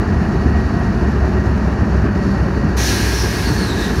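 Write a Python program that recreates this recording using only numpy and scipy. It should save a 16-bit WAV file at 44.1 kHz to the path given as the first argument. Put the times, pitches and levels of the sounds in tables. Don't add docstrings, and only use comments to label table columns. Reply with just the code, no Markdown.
import sys
import numpy as np
from scipy import signal
from scipy.fft import rfft, irfft
from scipy.io import wavfile
from scipy.ndimage import uniform_filter1d, map_coordinates

SR = 44100
rng = np.random.default_rng(int(sys.argv[2]) if len(sys.argv) > 2 else 0)


def to_wav(s):
    ch = np.atleast_2d(s).T
    pcm = np.round(np.clip(ch, -1, 1) * 32767)
    wavfile.write(sys.argv[1], SR, pcm.astype(np.int16))


N = 176400

# time in seconds, firings per second.
ENGINE_PITCH = [(0, 73.92), (1.2, 69.18), (2.1, 64.5), (3.3, 62.32), (4, 57.4)]
# time in seconds, relative level in dB.
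BOOM_LEVEL = [(0, -23), (.17, -16), (.31, -42), (.48, -11), (.8, -25.5), (.95, -24), (1.2, -10.5),
              (1.36, -19.5), (1.52, -14.5), (1.77, -25.5), (1.96, -12), (2.23, -21), (2.43, -14.5),
              (2.58, -25), (2.78, -12), (2.95, -23), (3.1, -14), (3.36, -21), (3.53, -15), (3.7, -20.5),
              (4, -21)]
# multiple of the firing rate, level in dB against the rumble.
OVERTONES = [(1.5, -12), (3, -13.5)]
# frequency in Hz, relative level in dB.
RUMBLE_SPECTRUM = [(20, -32), (30, -25), (40, -13), (50, -0.5), (62, -2.5), (80, 0.5), (105, -3), (130, -6),
                   (165, -4), (205, -1), (240, -7.5), (300, -20.5), (500, -30), (1000, -66)]
# time in seconds, level in dB.
RUMBLE_LEVEL = [(0, -16.5), (2.3, -16.5), (2.65, -18.5), (2.9, -21), (4, -19.5)]
# start in seconds, peak level in dB.
BUMPS = [(0.452, -14.5), (1.34, -17), (1.503, -20), (1.814, -14.5), (2.259, -15), (2.631, -13.5),
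         (3.496, -12)]
# time in seconds, pitch in Hz, level in dB.
TYRE_HUM = [(0, 690, -39), (.9, 675, -33.5), (1.9, 620, -36.5), (2.55, 558, -32.5), (3, 542, -44)]

# frequency in Hz, relative level in dB.
AIR_SPECTRUM = [(500, -13), (1300, -10), (1680, 4.5), (2100, -1), (2600, 0), (3300, -5), (3800, -2.5),
                (4350, 2), (4750, -2), (5400, 1.5), (6100, 0), (7000, -7), (7900, -12), (8800, -12),
                (9500, -5.5), (10300, -12), (11400, -8), (12600, -18.5), (14000, -11.5), (15500, -21)]
# time in seconds, level in dB.
FLOW_LEVEL = [(2.77, -25.5), (2.82, -23), (2.89, -20.5), (2.97, -23.5), (3.1, -25), (3.21, -26),
              (3.29, -27), (3.46, -27), (3.51, -30.5), (3.62, -29.5), (3.72, -32.5), (3.84, -29.5),
              (3.94, -32.5), (4, -31)]
# middle and half-length in seconds, pitch and width in Hz, level in dB.
SPURTS = [(2.86, 0.13, 5900, 1200, -27.5), (3.203, .12, 5440, 850, -29), (3.48, .055, 4410, 420, -31),
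          (3.62, 0.068, 4350, 430, -29.5), (3.705, 0.052, 3860, 480, -31.5), (3.825, .1, 3865, 520, -33)]

# frequency in Hz, relative level in dB.
DIESEL_SPECTRUM = [(60, -0.5), (200, -5.5), (275, 4.5), (335, 3), (370, 8), (445, -0.5), (500, -7.5),
                   (700, -27), (1500, -62)]
# time in seconds, level in dB.
DIESEL_LEVEL = [(0, -24), (2, -26), (2.65, -24.5), (3.1, -25.5), (3.55, -24), (4, -22.5)]
# frequency in Hz, relative level in dB.
CLATTER_SPECTRUM = [(250, -4), (480, -2.5), (720, 2.5), (1050, 0.5), (1400, -1.5), (1650, -0.5), (1880, -2),
                    (2020, -11.5), (2400, -12), (2900, -15), (3300, -26.5), (5000, -49)]
# frequency in Hz, relative level in dB.
HISS_SPECTRUM = [(2000, -41), (3300, -5), (3900, 2), (4850, 1), (5500, 1.5), (6800, -4), (8000, -14.5),
                 (10500, -17), (11700, -14), (12500, -23), (15500, -33)]
# time in seconds, level in dB.
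HISS_LEVEL = [(0, -46), (1.2, -45.5), (1.43, -46.5), (1.63, -46), (2.1, -47.5), (2.32, -44), (2.45, -46.5),
              (4, -42)]
# pitch in Hz, width in Hz, relative level in dB.
WHEEL_RING = [(4466, 250, -6.5), (9940, 270, -23)]
# time in seconds, level change in dB.
RING_SWELL = [(0, -1), (.35, 1.5), (1.45, -2.5), (2.3, 2), (4, -4)]
# pitch in Hz, level in dB.
WHINES = [(103.5, -29), (320, -39), (1620, -50), (1895, -42)]


def car(t, boom_db=-3):
    phase = turn(curve(ENGINE_PITCH, t) * (1 + 0.005 * wander(9.18)))
    boom = np.sqrt(2) * np.sin(phase) * gain(curve(BOOM_LEVEL, t) + boom_db)
    overtones = sum(gain(db + 1.17 * wander(10)) * np.sin(multiple * phase) for multiple, db in OVERTONES)
    rumble = colour(noise() * gain(0.5 * wander(20)), RUMBLE_SPECTRUM)
    return boom + (rumble + overtones) * gain(curve(RUMBLE_LEVEL, t))


def bumps(t, rise_s=0.011, band_hz=(65, 291)):
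    band = signal.butter(6, band_hz, "bandpass", fs=SR, output="sos")
    thud = unit(signal.sosfilt(band, noise()))
    push = 0
    for start, db in BUMPS:
        age = np.maximum(t - start, 0) / rise_s
        push += gain(db) * age * np.exp(1 - age)
    return thud * push


def air_release(t, start_s=2.763, opening_s=0.016, split_hz=4700, dulling_db_per_s=2.5):
    jet = colour(noise(), AIR_SPECTRUM)
    body = signal.sosfiltfilt(signal.butter(4, split_hz, fs=SR, output="sos"), jet)
    treble_db = -0.16 - dulling_db_per_s * np.maximum(t - start_s, 0)
    treble = (jet - body) * gain(treble_db + wander(14))
    flow_db = curve(FLOW_LEVEL, t) + 0.16 * wander(110)
    pipe = gain(-20.5 + flow_db / 2) * ring(hz=1677, width_hz=180)
    rush = (body + treble) * gain(flow_db) + pipe
    valve = np.clip((t - start_s) / opening_s, 0, 1)
    return valve * (rush + whistle(t))


def whistle(t, sag_hz_per_s=1800, octave_db=-14.5):
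    out = 0
    for middle, half_length, pitch, width, db in SPURTS:
        hz = pitch - sag_hz_per_s * np.clip(t - middle, -half_length, half_length)
        tone = ring(hz, width) + gain(octave_db) * ring(2 * hz, 2 * width)
        swell = np.exp(-2 * ((t - middle) / half_length) ** 2)
        out += tone * gain(db) * swell
    return out


def locomotive(t, chug_hz=8.7, clatter_db=-28):
    beat = np.cos(turn(chug_hz * (1 + 0.075 * wander(4.43))))
    beat *= 1 + 0.45 * wander(8.8)
    exhaust = colour(noise() * (1 + 0.22 * beat), DIESEL_SPECTRUM) * gain(curve(DIESEL_LEVEL, t))
    rattle = noise() * (1 + 0.063 * beat) * gain(0.5 * wander(120))
    clatter = colour(rattle, CLATTER_SPECTRUM) * gain(clatter_db)
    hiss = colour(noise() * (1 + 0.07 * beat) * gain(0.92 * wander(90)), HISS_SPECTRUM)
    wheels = sum(gain(db) * ring(hz, width) for hz, width, db in WHEEL_RING) * gain(curve(RING_SWELL, t))
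    ringing_hiss = (hiss + wheels) * gain(curve(HISS_LEVEL, t))
    whines = sum(gain(db) * whine(hz) for hz, db in WHINES)
    return exhaust + clatter + add_echoes(ringing_hiss, t) + whines


def whine(hz, flicker_db=3):
    phase = turn(hz * (1 + 0.00331 * wander(40)))
    return unit(np.sin(phase) * gain(flicker_db * wander(20)))


def tyre_hum(t):
    return ring(curve(TYRE_HUM, t), width_hz=86) * gain(curve(TYRE_HUM, t, column=2))


def add_echoes(x, t, count=8, delay_s=(0.001884, 0.012), relative_db=-19.5):
    out = x
    for lag, drift in rng.random((count, 2)):
        delay = delay_s[0] + lag * (delay_s[1] - delay_s[0]) + 0.00007 * (2 * drift - 1) * t
        echo = map_coordinates(x, [(t - delay) * SR], order=3, mode="mirror")
        out = out + gain(relative_db) * echo
    return out / np.sqrt(1 + count * gain(2 * relative_db))


def ring(hz, width_hz):
    offset_hz = np.fft.fftfreq(N, 1 / SR)
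    falloff = np.sqrt(1 + np.abs(2 * offset_hz / width_hz) ** 5)
    sway = np.fft.ifft((noise() + 1j * noise()) / falloff)
    return unit((sway * np.exp(1j * turn(hz))).real)


def colour(x, spectrum):
    rows = np.array(spectrum, float)
    hz = np.maximum(np.arange(N // 2 + 1) * SR / N, 1)
    db = np.interp(np.log(hz), np.log(rows[:, 0]), rows[:, 1])
    edge_fade = np.minimum(hz / rows[0, 0], 1) * np.minimum(rows[-1, 0] / hz, 1)
    return unit(irfft(rfft(x) * gain(db) * edge_fade ** 2, N))


def wander(rate):
    hold = max(int(SR / rate), 1)
    steps = np.repeat(noise()[:N // hold + 1], hold)[:N]
    return unit(uniform_filter1d(uniform_filter1d(steps, hold), hold))


def noise():
    return rng.standard_normal(N)


def turn(hz):
    return 2 * np.pi * np.cumsum(hz * np.ones(N)) / SR


def curve(table, t, column=1):
    rows = np.array(table, float)
    return np.interp(t, rows[:, 0], rows[:, column])


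def gain(db):
    return 10 ** (np.asarray(db) / 20)


def unit(x):
    return x / np.sqrt(np.mean(np.abs(x) ** 2))


def scene():
    t = np.arange(N) / SR
    return (car(t) + tyre_hum(t) + bumps(t) + locomotive(t) + add_echoes(air_release(t), t))[None]


def record(dry):
    return signal.sosfilt(signal.ellip(10, 0.2, 80, 15700, fs=SR, output="sos"), dry)


dry = scene()
out = record(dry)
to_wav(out)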